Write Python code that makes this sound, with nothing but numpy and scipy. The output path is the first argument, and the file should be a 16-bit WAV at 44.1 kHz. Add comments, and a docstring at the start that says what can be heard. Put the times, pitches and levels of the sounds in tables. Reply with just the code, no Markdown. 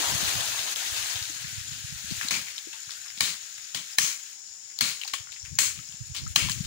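"""Machete in a plantation

A machete chops into a half-cut tree: each blow rings blade and wood, shakes hissing dry leaves and,
if it bites, thuds in the trunk. The felled limb's foliage rustles as shaped noise and twigs snap as
short damped rings. Insects sing in two noise bands, and wind puffs on two spaced microphones.
All but the wind reaches the right microphone first."""
import sys
import numpy as np
from scipy import signal
from scipy.fft import rfft, irfft, next_fast_len
from scipy.io import wavfile
from scipy.ndimage import uniform_filter1d, map_coordinates

SR = 44100
rng = np.random.default_rng(int(sys.argv[2]) if len(sys.argv) > 2 else 0)


def file_out(sig):
    """Save sig as 16-bit WAV at sys.argv[1]."""
    # one column per channel
    cols = np.atleast_2d(sig).T
    # limit, then scale
    lim = np.clip(cols, -1, 1)
    pcm = np.round(lim * 32767).astype(np.int16)
    wavfile.write(sys.argv[1], SR, pcm)


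def rack_gain(trim_db):
    """Turn a fader trim in dB into the linear factor to multiply a signal by."""
    fader = np.asarray(trim_db, float)
    return 10 ** (fader / 20)


N = 293926  # samples
T = np.arange(N) / SR  # s
LAG_S = 0.000982  # how much later the left microphone hears the tree
# Levels in the tables of sounds are those before the gain of the microphones.
# How much the foliage moves: t/s, rustle level/dB
FOLIAGE = [(0.0, -32.5), (0.28, -34), (0.89, -37.5), (1.09, -37.5), (1.26, -41.5), (1.69, -46), (1.97, -46),
           (2.28, -39.5), (2.61, -50), (3.67, -51.5), (3.99, -47.5), (4.32, -53.5), (4.42, -60.5),
           (4.8, -60), (4.99, -51), (5.3, -62.5), (5.69, -54), (6.12, -58.5), (6.38, -52), (6.66, -48)]
# Tone colour of shaken leaves: f/Hz, relative level/dB
SHAKEN = [(180, -41), (300, -28), (469, -6), (654, -10.5), (772, -13), (1330, -4), (1890, -1.5), (2230, 1),
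          (2630, 0), (4260, -1), (4950, 0), (7490, 0), (13400, -16), (15000, -12.5), (15800, -3)]


def unit(x):
    """Scale to rms 1."""
    return x / np.sqrt(np.mean(x ** 2) + 1e-20)


def along(points, hz):
    """Read a value between (Hz, value) points on a log frequency axis."""
    f, v = np.transpose(points)
    return np.interp(np.log(hz + 1), np.log(f + 1), v)


def curves(rows):
    """One value per sample for each column after the time."""
    s, *cols = np.transpose(rows)
    return [np.interp(T, s, c) for c in cols]


def wobble(rate):
    """A smooth random curve with rate knots a second."""
    knots = rng.standard_normal(int(N * rate / SR) + 4)
    return map_coordinates(knots, [T * rate])


def filtered(x, response):
    """Filter x by a complex response given as a function of frequency."""
    n = x.shape[-1]
    m = next_fast_len(n + 4096)
    spectrum = rfft(x, m) * response(np.fft.rfftfreq(m, 1 / SR))
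    return irfft(spectrum, m)[..., :n]


def add(into, s, sound):
    """Mix a sound in from time s."""
    part = into[..., round(s * SR):][..., :sound.shape[-1]]
    part += sound[..., :part.shape[-1]]


def shape(spectrum):
    """Turn a table of dB into gain as a function of frequency."""
    return lambda hz: rack_gain(along(spectrum, hz))


def hump(centre_hz, octaves):
    """A bell on a log frequency axis."""
    return lambda hz: np.exp(-.5 * (np.log2((hz + 1) / centre_hz) / octaves) ** 2)


def diffuse(gain, n, crackle_db):
    """Stereo noise of rms 1 whose size jumps every 40 samples, as from many tiny leaf contacts."""
    # How alike the two sides are, before any lag: f/Hz, likeness (0 to 1)
    likeness = [(100, 0.95), (700, 0.86), (1400, 0.3), (3000, 0.033), (9000, 0.033)]
    jumps = np.minimum(rng.exponential(size=(2, n // 40 + 1)), 4)
    jumps = np.repeat(jumps, 40, axis=1)[:, :n]
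    pair = rng.standard_normal((2, n)) * rack_gain(crackle_db * jumps)

    def response(hz):
        angle = np.arccos(np.clip(along(likeness, hz), 0, 1)) / 2
        return gain(hz) * [np.cos(angle), np.sin(angle)]
    mid, side = filtered(pair, response)
    return unit(np.array([mid + side, mid - side]))


def patchy(x, depth_db):
    """Random gain in small patches of time and frequency, as when single fronds move on their own."""
    z = signal.stft(x, nperseg=512)[2]
    field = rng.standard_normal(z.shape[1:])
    field = uniform_filter1d(field, size=4, axis=0)  # smooth over frequency
    field = uniform_filter1d(field, size=6, axis=1)  # smooth over time
    patched = signal.istft(z * rack_gain(depth_db * unit(field)), nperseg=512)[1]
    return unit(patched[:, :x.shape[1]])


def scattered(per_s, control_db, over_db, usual_hz):
    """Random small events (s, dB, Hz) whose level follows a control curve."""
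    rows = rng.uniform(size=(int(per_s * N / SR), 3))
    s = .06 + rows[:, 0] * (N / SR - .1)
    db = np.interp(s, T, control_db) + over_db + 12 * (rows[:, 1] - .5)
    hz = usual_hz * 2 ** (1.44 * (rows[:, 2] - .5))
    return list(zip(s, db, hz))


def foliage():
    """Dry leaves and branches rub in clumps that swell together; branches fade fastest."""
    # Colours of the rustle, the thin leaves and the branches: f/Hz, relative level/dB
    rustle_colour = [(650, -72.5), (1100, -42), (1220, -9), (1650, -1), (1950, -2.5), (2220, -2), (4220, 1),
                     (5450, -3.5), (6500, 3), (9000, -8), (11700, -23), (19800, -120)]
    thin_colour = [(7500, -47), (8500, -32), (9300, -2), (11000, 6.5), (13400, -8), (15100, 9.5),
                   (15800, 1)]
    branch_colour = [(160, -34), (280, -6.5), (445, -5), (856, -5), (1050, -3.5), (1300, -2.5), (1690, -10),
                     (2860, -120)]
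    # levels at the strongest rustle, and dB lost for each dB the rustle loses
    thin_db, thin_follows = -37, 1.06
    branch_db, branch_follows = -39, 2.18
    branch_rest_db = -71.5  # branches never fall quite silent
    rustle_db, = curves(FOLIAGE)
    below_db = rustle_db - rustle_db.max()
    clumps_db = 0.48 * wobble(22.16) + .5 * wobble(60)
    leaves = patchy(diffuse(shape(rustle_colour), N, crackle_db=1.0), depth_db=1.5)
    rustle = rack_gain(rustle_db + 4.0 + clumps_db) * leaves  # 4 dB above the table
    thin_level_db = thin_db + thin_follows * below_db + clumps_db + 0.23 * wobble(4.7)
    thin = rack_gain(thin_level_db) * diffuse(shape(thin_colour), N, crackle_db=3.0)
    branches = patchy(diffuse(shape(branch_colour), N, crackle_db=1.0), depth_db=2.5)
    rubbing = rack_gain(branch_db + branch_follows * below_db) + rack_gain(branch_rest_db)
    rubbing = rubbing * rack_gain(0.26 * clumps_db + 0.39 * wobble(27))
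    return rustle + thin + rubbing * branches


def aside(x):
    """The fallen crown lies farther to the right, so its sound is later and weaker on the left."""
    lag_s, pan_db = 0.00019, -2  # extra lag of the left, left minus right

    def response(hz):
        return rack_gain([[pan_db], [0]]) * np.exp(-2j * np.pi * hz * np.array([[lag_s], [0]]))
    return filtered(x, response)


def still_air():
    """The quiet air is a steady, finely grained noise."""
    # Colour of the still air: f/Hz, relative level/dB
    air_colour = [(24, -60), (40, -51), (198, -1), (567, -24), (1660, -22), (3890, -12), (5390, 19.5),
                  (6110, 11.5), (6920, 24), (8890, -4.5), (10900, -30), (12900, -47), (15800, -14)]
    return rack_gain(-48) * diffuse(shape(air_colour), N, crackle_db=0.5)


def insects():
    """Far insects sing in two bands of noise that waver in level."""
    # Insect bands: f/Hz, width/Hz, level/dB
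    bands = [(5400, 2000, -56), (7000, 550, -54)]
    out = np.zeros((2, N))
    for hz, width, db in bands:
        resonance = lambda f: 1 / (1 + (2 * (f - hz) / width) ** 2)
        song = patchy(diffuse(resonance, N, crackle_db=7.0), depth_db=4.5)
        out += rack_gain(db + 0.09 * wobble(1.45) + 3.6 * wobble(28)) * song
    return out


def wind():
    """Lumpy buffeting and single puffs of a cycle or two, unrelated on the two microphones."""
    # The wind's course: t/s, level/dB, left minus right/dB
    course = [(0.0, -51.5, -10), (0.15, -44.5, 6), (0.3, -47, -8.5), (0.8, -59.5, -7), (1.2, -59, -19),
              (1.95, -55, -28.5), (2.08, -48, 7), (2.3, -52, 13), (2.6, -73.5, 4), (5.1, -76, 2),
              (5.23, -65.5, -30), (5.36, -72, 8), (5.5, -62.5, 27), (5.7, -48.5, -3), (5.86, -61, 3),
              (6.05, -51.5, -25.5), (6.25, -43.5, 0), (6.62, -38.5, 14.5), (6.66, -36, -6)]
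    # Strong puffs: t/s, peak level on the windward microphone/dB, f/Hz
    strong = [(0.158, -33, 119), (0.233, -28, 165), (0.413, -32, 132), (0.928, -34, 77.5),
              (1.162, -31.5, 99), (1.222, -33, 99), (1.451, -31, 130), (1.585, -28.5, 106),
              (1.849, -29.5, 112), (1.927, -30.5, 138), (2.113, -26.5, 267), (2.124, -22, 164),
              (2.252, -32.5, 230), (2.88, -49, 121), (3.18, -46, 201), (5.21, -39, 104), (5.441, -35.5, 89),
              (5.529, -27, 116), (5.569, -30, 123), (6.013, -28, 114), (6.103, -32, 121), (6.279, -28, 107),
              (6.311, -30, 90), (6.449, -37, 141), (6.505, -25, 165), (6.61, -19, 154)]
    # Colour of the buffeting: f/Hz, relative level/dB
    buffet_colour = [(15, -50), (25, -64), (48, -4.5), (108, 1.5), (156, -6), (348, -24), (400, -33),
                     (520, -48), (880, -120)]
    level_db, pan_db = curves(course)
    lumps = rack_gain(6.5 * np.array([wobble(20), wobble(20)]))
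    buffet = unit(lumps * filtered(rng.standard_normal((2, N)), shape(buffet_colour)))
    out = rack_gain(level_db + np.array([pan_db, -pan_db]) / 2) * buffet
    # small puffs lie around 6 dB over the buffeting
    windward_db = level_db + abs(pan_db) / 2
    puffs = strong + scattered(per_s=8, control_db=windward_db, over_db=6, usual_hz=119.5)
    t = T[:SR // 10] - 1 / 20  # each puff peaks halfway through its 0.1 s
    all_phases = rng.uniform(0, 2 * np.pi, (len(puffs), 2, 1))
    for (s, db, hz), phases in zip(puffs, all_phases):
        pan = np.interp(s, T, pan_db)
        sides = rack_gain(db + np.minimum(0, [[pan], [-pan]]))  # weaker on the lee side
        swell = np.exp(-(t * hz / 0.73) ** 2)
        add(out, s - 1 / 20, sides * swell * np.sin(2 * np.pi * hz * t + phases))
    return out


def twig_snaps():
    """A snap is a click with two damped rings, followed by a brush of leaves."""
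    # Snaps and brushes: t/s, peak level/dB, f/Hz, leaf hiss level/dB
    snaps = [(0.2773, -23, 2400, -31), (0.4072, -18, 3550, -35), (0.5916, -19.5, 3660, -36),
             (0.7597, -17.5, 3400, -55), (0.803, -27, 3400, -45), (0.8621, -24, 3290, -55),
             (0.962, -24, 4180, -31), (1.0266, -25, 3390, -46), (1.098, -26, 4400, -34),
             (1.157, -21.5, 3480, -34), (1.226, -20.5, 4550, -36.5), (2.105, -23, 4270, -37),
             (2.2119, -20.5, 1710, -39), (2.2304, -29, 1540, -41), (2.2852, -14, 4300, -37),
             (2.4838, -32, 2150, -43.5), (2.5804, -21, 3680, -44), (2.7292, -44, 2450, -41.5),
             (2.893, -34, 1530, -48), (2.9049, -35, 4430, -39.5), (3.0568, -41, 1630, -47.5),
             (3.101, -40, 1880, -47), (3.1738, -44, 4030, -39), (4.7003, -43, 2120, -55),
             (4.7887, -15.5, 4500, -43), (5.014, -24.5, 3070, -39), (5.035, -23.5, 2650, -55),
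             (5.0488, -26, 4700, -45), (5.0768, -23.5, 4330, -36.5), (5.271, -39, 1480, -57),
             (5.3185, -34, 3840, -42.5), (5.3612, -44, 2150, -51.5), (5.45, -41, 2070, -44.5),
             (5.77, -40, 2600, -46), (5.9235, -36, 3230, -52.5), (6.058, -46, 9000, -53),
             (6.164, -23, 4060, -32.5), (6.288, -40, 9500, -48.5), (6.4857, -23, 3330, -35.5),
             (6.5177, -18, 4600, -43), (6.6404, -36, 4300, -40.5)]
    out, t = np.zeros((2, N)), T[:SR // 4]
    # small snaps lie around 6.5 dB over the rustle table, each with a brush 9 dB below its peak
    small = scattered(per_s=7, control_db=curves(FOLIAGE)[0], over_db=6.5, usual_hz=2600)
    for s, db, hz, hiss_db in snaps + [(s, db, hz, db - 9) for s, db, hz in small]:
        second_hz = hz * rng.uniform(1.38, 1.52)
        ring = np.sin(2 * np.pi * hz * t) + .5 * np.sin(2 * np.pi * second_hz * t)
        ring = ring * rack_gain(-60 * t * hz / 20)  # falls 60 dB in 20 cycles
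        click = 0.44 * rng.standard_normal(len(t)) * rack_gain(-60 * t / 0.0024)
        snap = (ring + click) * (1 - np.exp(-t / 0.00016))
        # a thin twig radiates no bass
        snap = filtered(snap, lambda f: (1j * f / (0.27 * hz + 1j * f)) ** 2)
        add(out, s - LAG_S / 2, rack_gain(db) * snap / abs(snap).max())
        colour = lambda f: 0.5 * shape(SHAKEN)(f) + hump(hz, .35)(f)
        brush = (1 - np.exp(-t / 0.00088)) * rack_gain(-60 * t / 0.22)
        add(out, s, rack_gain(hiss_db) * brush * diffuse(colour, len(t), crackle_db=4.5))
    return out


def wood_taps():
    """A dull tap or creak is a low damped ring roughened by noise near its pitch."""
    # Taps and creaks: t/s, level/dB, f/Hz, time to fall 60 dB/s
    taps = [(1.294, -47, 300, 0.087), (1.441, -36.5, 1730, 0.06), (2.669, -44, 338, 0.07),
            (2.735, -56, 895, 0.18), (2.968, -45, 1490, 0.074), (5.047, -43, 785, .06),
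            (5.136, -32.5, 1103, 0.033), (5.287, -42.5, 1446, 0.051), (5.788, -49.5, 1290, 0.065),
            (6.264, -36.5, 1296, 0.048), (6.485, -32, 1035, 0.025)]
    out, t = np.zeros((2, N)), T[:SR // 4]
    for s, db, hz, t60 in taps:
        noise = diffuse(hump(1.17 * hz, 0.29), len(t), crackle_db=-4)
        rough = np.sin(2 * np.pi * hz * t) + 0.54 * noise
        add(out, s, rack_gain(db - 60 * t / t60) * (1 - np.exp(-t / 0.0013)) * rough)
    return out


def dips():
    """Gain that makes the background and wind dip briefly just before some sharp sounds."""
    # Middles of the dips: t/s
    dip_times = [0.748, 2.299, 3.968, 4.803, 5.021, 5.577, 6.347]
    depth_db, half_s = 8, 0.0097  # half_s from the middle, 1/e of the depth is left
    return rack_gain(-sum(depth_db * np.exp(-((T - s) / half_s) ** 2) for s in dip_times))


def chops():
    """The edge bites and rings blade and wood, the crown's leaves hiss, the trunk thuds."""
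    # Blows that bite: t/s, peak level/dB, leaf hiss level/dB, hiss hold/s, brightest f/Hz
    bites = [(2.308, -11, -27.5, 0.075, 2300), (3.206, -8.5, -27.5, .12, 4070),
             (3.745, -29, -31, 0.039, 3330), (3.984, -3.5, -25.5, 0.14, 6170), (4.808, -9, -27, .12, 4100),
             (5.587, -10, -23, 0.097, 7100), (6.359, -5.5, -26.5, 0.11, 2800)]
    # Blows that glance off and leave the trunk still: the same columns
    glances = [(5.135, -19.5, -31, 0.022, 3150), (6.146, -35.5, -37.5, 0.04, 3020),
               (6.495, -19, -32, 0.043, 7000)]
    # Blade and wood ringing together: f/Hz, relative level/dB, time to fall 60 dB/s
    modes = [(557, -50, 0.022), (850, -22.5, 0.02), (1120, -21, 0.029), (1776, -14, 0.019),
             (2300, -2, 0.0063), (3150, -6.5, 0.01), (4224, 0, 0.0049), (4910, -9, 0.0053),
             (6420, -1, 0.0033), (7320, -7, 0.0034), (10660, -5, 0.003), (15650, -6.5, 0.005)]
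    # Colour of the trunk's thud: f/Hz, relative level/dB
    thud_colour = [(24, -45), (40, -19), (145, 2.5), (253, -2.5), (300, -2), (400, -11), (580, -55),
                   (990, -120)]
    out, t = np.zeros((2, N)), T[:SR // 2]
    for blow in bites + glances:
        s, db, hiss_db, hold, bright_hz = blow
        # a brighter blow thuds less, sounds less hollow and stirs more thin leaves
        octaves = np.log2(bright_hz / 3600)  # above the usual blow
        thud_db = hiss_db - 16 - 7.5 * octaves
        hollow_db = -1.5 - 11 * octaves
        thin_db = -0.8 + 5 * octaves
        draws = rng.standard_normal((len(modes), 3))
        favoured, hollow = hump(bright_hz, 0.14), hump(730, 0.41)

        ring = np.zeros(len(t))
        for (hz, level, t60), (level_draw, pitch_draw, _) in zip(modes, draws):
            mode_db = level + 4.5 * favoured(hz) + hollow_db * hollow(hz) + level_draw
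            mode_hz = hz * (1 + 0.024 * pitch_draw)
            ring += rack_gain(mode_db - 60 * t / t60) * np.sin(2 * np.pi * mode_hz * t)
        # a first contact, then splinters, set the modes ringing
        splinters = 0.16 * rng.standard_normal(size=300) * rack_gain(-60 * t[:300] / 0.009)
        splinters = splinters * rng.exponential(size=300)
        splinters[0] = 1
        bite = signal.fftconvolve(ring * (1 - np.exp(-t / 0.00035)), splinters)[:len(t)]
        add(out, s, rack_gain(db) * bite / abs(bite).max())

        # the leaves keep shaking for a while, then come to rest quickly
        shake = rack_gain(-60 * t / 1.9) * (1 / (1 + np.exp((t - hold) / 0.028)) + 0.075)
        shake = shake + 0.65 * rack_gain(-60 * t / 0.038)

        def echo(f):
            """The surrounding trunks return the blow's own modes inside the hiss."""
            return sum(rack_gain(level + 2 * draw) * hump(hz, .05)(f)
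                       for (hz, level, _), draw in zip(modes, draws[:, 2]))

        def colour(f):
            """Shaken leaves, tinted by the blow."""
            tint = 1 + 1.05 * favoured(f) + 0.68 * echo(f)
            tilt_db = 0.53 * hollow_db * hollow(f) + thin_db * hump(13000, .6)(f)
            return shape(SHAKEN)(f) * tint * rack_gain(tilt_db)
        hiss = patchy(diffuse(colour, len(t), crackle_db=1.3), depth_db=0.8)
        add(out, s, rack_gain(hiss_db) * (1 - np.exp(-t / 0.0005)) * shake * hiss)

        if blow in bites:
            sway = (1 - np.exp(-t / 0.0044)) * rack_gain(-60 * t / 0.53)
            sway = sway / (1 + np.exp((t - hold) / 0.04))
            add(out, s, rack_gain(thud_db) * sway * diffuse(shape(thud_colour), len(t), crackle_db=3))
    return out


def microphones(x):
    """The two microphones differ in colour, and the left one is farther from the tree."""
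    # Difference in colour: f/Hz, left minus right/dB
    balance = [(100, 4), (400, 6), (800, 4.5), (1700, 11), (2500, 9), (4500, 9.5), (5700, 5.5), (7300, 17),
               (9300, 4), (11800, -12.5), (15000, 6.5)]

    def response(hz):
        ratio = rack_gain(along(balance, hz))
        gains = np.array([ratio, np.ones_like(ratio)]) * np.sqrt(2 / (1 + ratio ** 2))
        return gains * np.exp(-2j * np.pi * hz * np.array([[LAG_S], [0]]))
    return rack_gain(3.5) * filtered(x, response)


def scene():
    """Everything airborne passes the microphones' colour; wind acts on them directly."""
    dip = dips()
    background = aside(foliage()) + still_air() + insects()
    breeze = wind()
    sharp = twig_snaps() + wood_taps() + chops()
    return microphones(sharp + dip * background) + dip * breeze


def top_cut(x):
    """Nothing passes above the cut-off."""
    return signal.sosfilt(signal.butter(12, 17020, fs=SR, output="sos"), x)


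def record(dry):
    """The input rounds off the tallest peaks, then everything from 15750 Hz up is cut."""
    rounded = dry / (1 + abs(dry / .9) ** 6) ** (1 / 6)
    mix = filtered(rounded, lambda hz: hz < 15750)
    return top_cut(mix)


dry = scene()
out = record(dry)
file_out(out)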